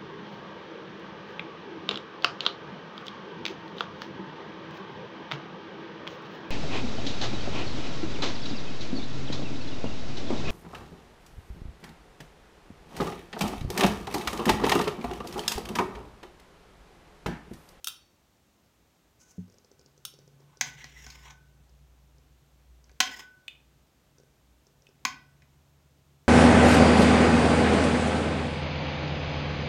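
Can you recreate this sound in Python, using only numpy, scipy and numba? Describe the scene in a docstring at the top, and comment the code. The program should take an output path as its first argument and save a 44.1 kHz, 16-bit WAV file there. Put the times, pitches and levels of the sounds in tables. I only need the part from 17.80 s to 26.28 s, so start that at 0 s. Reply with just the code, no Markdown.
"""A steel bowl rings as steel tongs knock, scrape and squeak inside it, over a foil-lined tray in a quiet kitchen.
Each blow is a snap, a clang and a free ring; the tongs also clack shut and click their tips.
Foil rubs and ticks under the hand as its creases snap, and the bowl thuds on the counter once.
Low hums waver over the room's hush, and hard walls add a short tail to the metal and foil."""
import numpy as np
import sys
import numpy as np
from scipy import signal
from scipy.fft import rfft, irfft
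from scipy.io import wavfile
from scipy.ndimage import uniform_filter1d
from numba import njit

SR = 44100
rng = np.random.default_rng(int(sys.argv[2]) if len(sys.argv) > 2 else 0)


def digitize_waveform(pressure):
    """Quantize a signal to 16-bit integers and store it at the path in sys.argv[1].

    Rows of a 2-D input are taken as channels; values are limited to [-1, 1].
    """
    field = np.atleast_2d(pressure).T
    bounded = np.clip(field, -1, 1)
    quanta = np.round(bounded * 32767).astype(np.int16)
    wavfile.write(sys.argv[1], SR, quanta)


N = 373968
T = np.arange(N) / SR

# room tone spectrum: f/Hz, level/dB
HUSH_SPECTRUM = [(24, -34.5), (40, 0.5), (69, 2.5), (170, -3), (218, -3.5), (351, -6.5), (485, -10),
                 (608, -9.5), (1820, -17.5), (3670, -19), (4950, -22), (6680, -21), (10500, -29),
                 (12500, -25), (15600, -29)]
# decay of the kitchen's tail: f/Hz, t60/s
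ROOM_DECAY = [(200, 0.74), (1000, 0.33), (3500, 0.33), (8000, 0.18), (15000, 0.22)]
# fader rides of the three hums: t/s, level/dB
LOW_HUM_RIDE = [(2.85, -68), (3.22, -53.5), (3.5, -55.5), (3.56, -62.5), (3.989, -57.5), (4.53, -62),
                (4.61, -70.5), (4.9, -55.5), (5.32, -65), (5.6, -76), (5.83, -64.5), (6.33, -78.5),
                (6.708, -63), (7.03, -82), (7.37, -69), (7.6, -74)]
MID_HUM_RIDE = [(7.45, -83), (7.576, -66.5), (8.347, -68.5), (8.48, -79.5)]
HIGH_HUM_RIDE = [(1.95, -76), (1.98, -73.5), (2.69, -57.5), (2.77, -78), (2.82, -53), (2.93, -61.5),
                 (3.71, -64), (3.88, -70), (4.04, -62), (4.11, -79), (4.26, -66.5), (5.6, -78.5),
                 (6.0, -70), (6.22, -83.5), (6.3, -66.5), (6.73, -78), (7.35, -63.5), (7.9, -69),
                 (8.431, -66.5), (8.48, -80)]
# the bowl landing on the counter: t/s, level/dB
THUDS = [(1.581, -25.5)]
# fader ride of the sliding foil: t/s, level/dB
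FOIL_RIDE = [(1.38, -101), (1.404, -56.5), (1.43, -59), (1.452, -67), (1.516, -60), (1.532, -73),
             (1.62, -76)]
# spectrum of the sliding foil: f/Hz, level/dB
FOIL_SPECTRUM = [(590, -8.5), (1000, -9), (1550, -22), (1850, -10), (3010, -11), (3500, -21), (6330, 6),
                 (8450, -11), (16000, -20)]
# creases snapping: t/s, level/dB, tray knock trim/dB
FOIL_TICKS = [(0.57, -69, -4), (0.861, -68, -8), (1.6805, -67.5, 12.5), (1.699, -60, 4), (1.723, -61, -22),
              (1.742, -56, 0.5), (1.7842, -55, 0), (1.8466, -53, 0), (1.915, -53, 4.5), (1.9938, -54, 1.5),
              (2.0125, -57.5, 1), (2.0611, -52.5, -1.5), (2.1776, -54.5, 1), (2.3389, -53, 3),
              (2.3889, -52, 3.5), (2.4774, -57.5, 7.5), (2.6034, -60.5, 10), (2.7715, -51, -2),
              (3.894, -63, 0), (4.3832, -63, 4), (5.0415, -54.5, -13), (5.1152, -56.5, 0.5),
              (6.3835, -55, 0), (6.3997, -58.5, 6.5), (6.4342, -66.5, 10), (6.8681, -53.5, -2.5),
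              (7.0213, -59.5, 0), (7.0894, -61.5, 9.5)]
# ringing modes of each object: f/Hz, level/dB, t60/s
COUNTER_MODES = [(97.4, -1, 0.29), (181, 9, 0.2), (243.5, -9.5, 0.345), (415, -6.5, 0.084)]
TIP_MODES = [(2530, -10.5, .27), (2560, 11, 0.063), (2680, -22, 0.32), (2970, -4.5, 0.17), (3370, -3, 0.14),
             (3200, -5, 0.16), (3402, -26, 0.19), (3556, 7, 0.11)]
TONG_MODES = [(1350, 0, 0.037), (2730, -1, 0.23), (2506, -2.5, 0.24), (3090, -8, 0.17), (3320, -17, 0.22),
              (3474, -6, 0.2), (3700, -7, 0.25), (3804, -2, 0.35), (4500, -6, 0.65), (5240, -35, 0.18),
              (5430, 1, 0.4), (5900, -9, 0.73), (6700, -28, 0.18), (6200, -0.5, 0.13), (7360, -23, 0.38),
              (8150, 0.5, 0.16), (9440, 9, 0.26), (9530, -12, 0.45), (11300, -21, .15), (12070, -7, 0.18),
              (13400, -24, .15)]
BOWL_MODES = [(226, 7, .22), (262, 6.5, 0.38), (750, 4, 0.4), (1038, 1, 0.15), (1091, 0, 0.23),
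              (1273, -12, .3), (1338, -10.5, 0.26), (1496, 0, .5), (1529, -1, .5), (1690, -4, 0.26),
              (1968, -2, 0.47), (2010, -9.5, 0.36), (2068, -1, 0.18), (2226, 0, 0.14), (2347, -2, 0.2),
              (2430, 0.5, .26), (2500, -6, 0.2), (2991, -8.5, 0.25), (3128, -9.5, .3), (3174, -0.5, 0.22),
              (3305, -9, 0.26), (3427, -6, 0.26), (3917, -3, .25), (4324, -3.5, 0.12), (4660, -12, .3),
              (4940, -13, .3), (5115, -5.5, .4), (5930, -14.5, 0.34), (5740, -11.5, 0.17),
              (6400, -10, 0.22), (6507, 1.5, 0.12)]
# how strongly a blow excites each object: f/Hz, level/dB
TIP_EQ = [(750, -49), (1100, -34), (1500, -33), (2300, -19), (3200, -14.5), (4500, -34), (6300, -27),
          (13000, -38)]
TONG_EQ = [(250, -52), (750, -42), (1200, -22.5), (2300, -31), (3200, -12), (4500, -20), (6300, -17),
           (9000, -25.5), (13000, -15)]
BOWL_EQ = [(230, -43.5), (480, -43.5), (750, -30.5), (1100, -28.5), (1300, -32), (1500, -22), (2000, -21.5),
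           (3200, -24.5), (4500, -18.5), (6300, -16), (9000, -36), (13000, -32.5)]
# blows, each with two EQ bumps that the struck spot favours:
# t/s, level/dB, tilt/(dB per octave), low f/Hz, low boost/dB, high f/Hz, high boost/dB, contact/s
TIP_BLOWS = [(5.68, -22, 0.2, 2600, 2.1, 3500, 1.9, 0.0021), (7.068, -43, 1.5, 2400, 2.3, 6300, 8, 0.0015)]
TONG_BLOWS = [(0.044, -24, 0.32, 1100, 2, 13100, 1.9, 0.0012),
              (0.071, -23.5, 0.5, 1280, 7.4, 3100, 1.8, 0.0028),
              (0.083, -21, -0.2, 1300, 2.8, 2500, 12, 0.00075),
              (2.251, -28.5, 0.53, 1240, 2.1, 5930, 2.3, 0.00266)]
BOWL_BLOWS = [(2.81, -12.5, 1.1, 2100, 2, 6760, 2, 0.004), (3.042, -28.5, -1.5, 1050, 1, 4370, 3, 0.0017),
              (3.265, -29.5, -3, 1500, 2, 6300, 7, 0.002), (3.302, -40, 5, 2500, 7, 4500, 7, 0.004),
              (3.506, -43, -2.5, 900, 1, 6300, 9, 0.0058), (5.094, -47, -4, 1500, 6.5, 2110, 5, 0.0022),
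              (5.203, -4, 0.33, 765, 4, 3100, 6.5, 0.0036), (7.251, -10, 0, 1070, 13, 2402, 8, 0.0026),
              (7.62, -48, -3, 2000, 7, 2600, 9, 0.0024)]
# tongs dragged on the wall, one list a stroke: t/s, level/dB, rasp trim/dB, squeal trim/dB, squeal f/Hz
SCRAPE_STROKES = [
    [(2.6, -82, 5, 0.3, 5600), (2.7, -77.5, 4.4, -10, 5580), (2.76, -74, 6, -10, 5500)],
    [(2.86, -49, -7.5, -4.5, 6200), (2.96, -59.5, -10, -4.5, 5960), (3.03, -56.5, -13, -8, 5760),
     (3.15, -59, -13, -3, 5600), (3.23, -55.5, -14, 0, 5600), (3.28, -56, -5.5, 1, 5400),
     (3.42, -59, -5.5, -1.5, 5260), (3.47, -56, 1, -6, 5770), (3.52, -61.5, 0.5, -6, 6100),
     (3.58, -99, 3, -1, 6000)],
    [(5.25, -48, -11.5, -11, 5200), (5.34, -51.5, -5.5, 2, 5150), (5.428, -52, -6, -2, 5150),
     (5.46, -88, -6, -12, 5150)],
]
# tongs catching on the wall: t/s, level/dB, f/Hz, length/s
WALL_SQUEAKS = [(2.999, -48.5, 2070, 0.024), (3.019, -47.5, 1964, 0.042), (3.153, -45.5, 1994, 0.042),
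                (5.323, -43.5, 1950, 0.036)]
# tongs flicking the rim: t/s, level/dB
RIM_FLICKS = [(3.271, -58.5), (3.511, -64), (5.421, -55.5)]


def amp(db):
    """dB to gain."""
    return 10 ** (np.asarray(db) / 20)


def unit(x):
    """Normalise to rms 1."""
    return x / np.sqrt(np.mean(x ** 2))


def along(points, hz):
    """Read a breakpoint curve on a log-frequency axis."""
    f, value = np.transpose(points)
    return np.interp(np.log(np.maximum(hz, 1)), np.log(f), value)


def equalise(x, points):
    """Shape x with an EQ curve (f/Hz, level/dB); rms 1."""
    gain = amp(along(points, np.fft.rfftfreq(len(x), 1 / SR)))
    return unit(irfft(rfft(x) * gain, len(x)))


def band(x, lo_hz, hi_hz):
    """Band-pass; rms 1."""
    return unit(signal.sosfilt(signal.butter(2, [lo_hz, hi_hz], "bandpass", fs=SR, output="sos"), x))


@njit
def swept_band(x, hz, width_hz):
    """State-variable band-pass with a moving centre, where the gain is 1."""
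    y, band_state, low_state = np.empty(len(x)), 0., 0.
    for i in range(len(x)):
        g, damping = np.tan(np.pi * hz[i] / SR), width_hz / hz[i]
        passed = (band_state + g * (x[i] - low_state)) / (1 + g * (g + damping))
        band_state = 2 * passed - band_state
        low_state += 2 * g * passed
        y[i] = damping * passed
    return y


def automation(rows):
    """A gate with 10 ms fades outside the rows, then one lane for each column after time."""
    times, *columns = np.transpose(rows)
    gate = np.interp(T, [times[0] - .01, times[0], times[-1], times[-1] + .01], [0, 1, 1, 0])
    return [gate] + [np.interp(T, times, column) for column in columns]


def add(out, start_s, x):
    """Mix x into out at start_s."""
    i = int(start_s * SR)
    out[i:i + len(x)] += x[:N - i]


def ring(modes, rough):
    """Decaying complex tones, one a mode, and their time axis; loose contact jitters the high ones."""
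    t = np.arange(SR * 2 // 3) / SR
    hz, db, t60 = np.transpose(modes)[:, :, None]
    walk = np.cumsum(rng.standard_normal((len(modes), len(t))), axis=1)
    jitter = rough * (hz / 3000) ** 2 * walk / (1 + (hz / 6000) ** 2)
    return amp(db) * np.exp((2j * np.pi * hz - np.log(1000) / t60) * t + 1j * jitter), t


def grit(spread_db, patch_hz):
    """Friction texture: dense slips of uneven size, bunched in patches; rms 1."""
    size = int(SR / patch_hz)
    steps = np.repeat(rng.standard_normal(N // size + 1), size)[:N]
    return unit(rng.standard_normal(N) * amp(spread_db * uniform_filter1d(steps, size)))


def hush():
    """A steady bed of dark room tone."""
    return amp(-66) * equalise(rng.standard_normal(N), HUSH_SPECTRUM)


def hums():
    """Three low tones that come and go, wavering in level and pitch."""
    out = np.zeros(N)
    for hz, ride, waver_db in [(60.5, LOW_HUM_RIDE, 2.2), (73.5, MID_HUM_RIDE, 1.3),
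                               (141, HIGH_HUM_RIDE, 4)]:
        gate, db = automation(ride)
        tremolo, vibrato = band(rng.standard_normal((2, N)), 2.4, 27)
        phase = 2 * np.pi * np.cumsum(hz * (1 + 0.015 * vibrato)) / SR
        out += gate * amp(db + waver_db * tremolo) * np.sin(phase)
    return np.sqrt(2) * out


def kitchen(x, wet_db):
    """Hard walls answer with a dense tail that loses its treble first."""
    t, tail = np.arange(SR // 2) / SR, 0
    for hz in 100 * 2 ** np.arange(0, 7.6, .5):  # half-octave bands
        noise = band(rng.standard_normal(len(t)), hz / 2 ** .25, hz * 2 ** .25)
        decay = np.exp(-np.log(1000) * t / along(ROOM_DECAY, hz))
        tail = tail + np.sqrt(hz) * noise * decay
    tail = tail * (1 - np.exp(-t / .004)) / np.sqrt(np.sum(tail ** 2))
    return x + amp(wet_db) * signal.fftconvolve(x, tail)[:N]


def counter_thud():
    """The bowl's foot lands softly and wakes the counter's low modes."""
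    out = np.zeros(N)
    tones, t = ring(COUNTER_MODES, rough=0)
    thud = np.imag(tones.sum(axis=0)) * (1 - np.exp(-t / 0.0016))
    for start_s, db in THUDS:
        add(out, start_s, amp(db - 12) * thud)
    return out


def foil():
    """Foil slides in one short rub; single creases snap and knock the tray."""
    gate, ride_db = automation(FOIL_RIDE)
    out = gate * amp(ride_db) * equalise(grit(2.6, patch_hz=120), FOIL_SPECTRUM)
    t = np.arange(SR // 20) / SR
    knock = (np.sin(2 * np.pi * 410 * t) + .7 * np.sin(2 * np.pi * 490 * t)) * np.exp(-t / 0.0068)
    for start_s, db, knock_db in FOIL_TICKS:
        snap = band(rng.standard_normal(len(t)), 4700, 6400) * np.exp(-t / 0.0024)
        add(out, start_s, amp(db + 1.5) * (snap + amp(knock_db - 7) * knock))
    return out


def rim(force, sustain):
    """A force drives the bowl's two close rim modes near 1.5 kHz, which beat; sustain scales their t60."""
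    out = np.zeros(N)
    for hz, db, t60 in BOWL_MODES:
        if 1450 < hz < 1600:
            radius, angle = np.exp(-np.log(1000) / (sustain * t60 * SR)), 2 * np.pi * hz / SR
            poles = [1, -2 * radius * np.cos(angle), radius ** 2]
            out += amp(db) * np.sin(angle) * signal.lfilter([1], poles, force)
    return out


def rim_flicks(decay_s=0.003):
    """Soft flicks of the tongs leave only the rim pair singing."""
    force, t = np.zeros(N), np.arange(SR // 20) / SR
    flick = np.sin(2 * np.pi * 1512 * t) * np.exp(-t / decay_s) * 2 / (decay_s * SR)
    for start_s, db in RIM_FLICKS:
        add(force, start_s, amp(db) * flick)
    return rim(force, sustain=1.03)


def squeaks():
    """The tongs catch on the wall: short, rough tones that swell and fade."""
    out = np.zeros(N)
    for start_s, db, hz, length_s in WALL_SQUEAKS:
        t = np.arange(int(length_s * SR)) / SR
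        jitter = 0.069 * np.cumsum(rng.standard_normal(SR // 10))[:len(t)]
        swell = np.sin(np.pi * t / length_s) ** 2
        add(out, start_s, amp(db) * swell * np.sin(2 * np.pi * hz * t + jitter))
    return out


def scrapes():
    """Dragged tongs slip: they rumble, rasp, squeal in moving resonances and set the rim singing."""
    slips = grit(4.5, patch_hz=100)
    rumble, rasp, grind = band(slips, 320, 510), band(slips, 850, 1200), band(slips, 1600, 3800)
    hiss, air = band(slips, 4500, 7200), band(slips, 7100, 15500)
    drift = 1 + 0.04 * band(rng.standard_normal(N), 1.5, 10)  # resonances move with the contact
    wall = amp(-10) * unit(swept_band(slips, 2130 * drift, width_hz=150.)) + amp(-0.5) * grind
    whistle = unit(swept_band(slips, 6500 * drift, width_hz=400.))
    sheen = amp(-10) * whistle + amp(-8.5) * hiss + amp(-12) * air
    out, rim_force = np.zeros(N), np.zeros(N)
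    for stroke in SCRAPE_STROKES:
        gate, db, rasp_db, squeal_db, squeal_hz = automation(stroke)
        squeal = amp(-2.5) * unit(swept_band(slips, squeal_hz, width_hz=300.)) + sheen
        out += gate * amp(db) * (amp(-15) * rumble + amp(rasp_db) * rasp + wall + amp(squeal_db) * squeal)
        rim_force += gate * amp(db + rasp_db - 38.5) * slips
    return out + rim(rim_force, sustain=1.1)


def bump(hz, centre_hz, octaves=0.2):
    """Bell curve over the pitch region that a struck spot favours."""
    return np.exp(-.5 * (np.log2(hz / centre_hz) / octaves) ** 2)


def blows(hits, modes, eq, snap_db, crack_db, ring_db, clang_db, rise_s, rough):
    """Steel on steel: a snap and a noisy crack, a loud clang that the touch damps, then the free ring."""
    out = np.zeros(N)
    tones, t = ring(modes, rough)
    mode_hz, eq_hz = np.transpose(modes)[0], np.geomspace(100, 20000, 60)
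    burst_t = t[:SR // 8]
    snap_s, full_contact_s = 0.00055, 0.004
    for start_s, db, tilt_db, low_hz, low_db, high_hz, high_db, contact_s in hits:
        tint_db = along(eq, eq_hz) + tilt_db * np.log2(eq_hz / 2000)
        tint_db += low_db * bump(eq_hz, low_hz) + high_db * bump(eq_hz, high_hz)
        pink_tint = np.transpose([eq_hz, tint_db - 10 * np.log10(eq_hz)])
        noise = equalise(rng.standard_normal(len(burst_t)), pink_tint)
        crack = noise * (1 - np.exp(-burst_t / rise_s)) * np.exp(-burst_t / contact_s)
        snap = band(noise, 2700, 16000) * (burst_t / snap_s) * np.exp(1 - burst_t / snap_s)
        burst = crack + amp(snap_db) * snap
        burst = np.sqrt(np.mean(burst ** 2)) * band(burst, 150, 20000)  # the crack carries nothing below 150 Hz
        add(out, start_s, amp(db + crack_db) * burst)

        gains = amp(along(np.transpose([eq_hz, tint_db]), mode_hz))
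        phases = np.exp(2j * np.pi * rng.random(len(mode_hz)))
        damping = (mode_hz[:, None] / 3000) ** 0.3 / (2 * contact_s)  # the touch damps high modes first
        clang = amp(clang_db) * np.exp(-t * damping)
        free_ring = np.sqrt(contact_s / full_contact_s)  # shorter touches leave less ring
        body = np.imag((gains * phases) @ (tones * (free_ring + clang)))
        add(out, start_s, amp(db + ring_db) * body * (1 - np.exp(-t / rise_s)))
    return out


def tip_clicks():
    """The tips of the tongs meet in a tight click with little ring."""
    return blows(TIP_BLOWS, TIP_MODES, TIP_EQ, snap_db=-10.5, crack_db=-8, ring_db=-22.5, clang_db=24,
                 rise_s=0.00073, rough=0.062)


def tong_clacks():
    """The arms of the tongs clack together and ring brightly."""
    return blows(TONG_BLOWS, TONG_MODES, TONG_EQ, snap_db=-6.5, crack_db=1, ring_db=-10, clang_db=19,
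                 rise_s=0.0011, rough=0.052)


def bowl_knocks():
    """The tongs strike the bowl and its thin wall rings in many modes."""
    return blows(BOWL_BLOWS, BOWL_MODES, BOWL_EQ, snap_db=-9.5, crack_db=-4.5, ring_db=-13.5, clang_db=16,
                 rise_s=0.0011, rough=0.06)


def scene():
    """Mono mix: metal and foil feed the kitchen reverb; thud, hums and hush sit dry beneath."""
    knocks = bowl_knocks() + tong_clacks() + tip_clicks()
    crinkle = foil()
    shaken_rim = rim(amp(-31) * crinkle, sustain=.8)  # the foil reaches the bowl through the counter
    foreground = knocks + scrapes() + squeaks() + rim_flicks() + crinkle + shaken_rim
    return (kitchen(foreground, wet_db=-8) + counter_thud() + hums() + hush())[None]


def record(dry):
    """Master EQ: a low cut at 42 Hz and a steep high cut just under 16 kHz."""
    low_cut = signal.sosfilt(signal.butter(3, 42, "highpass", fs=SR, output="sos"), dry)
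    return signal.sosfilt(signal.ellip(8, .2, 60, 15950, fs=SR, output="sos"), low_cut)


dry = scene()
out = record(dry)
digitize_waveform(out)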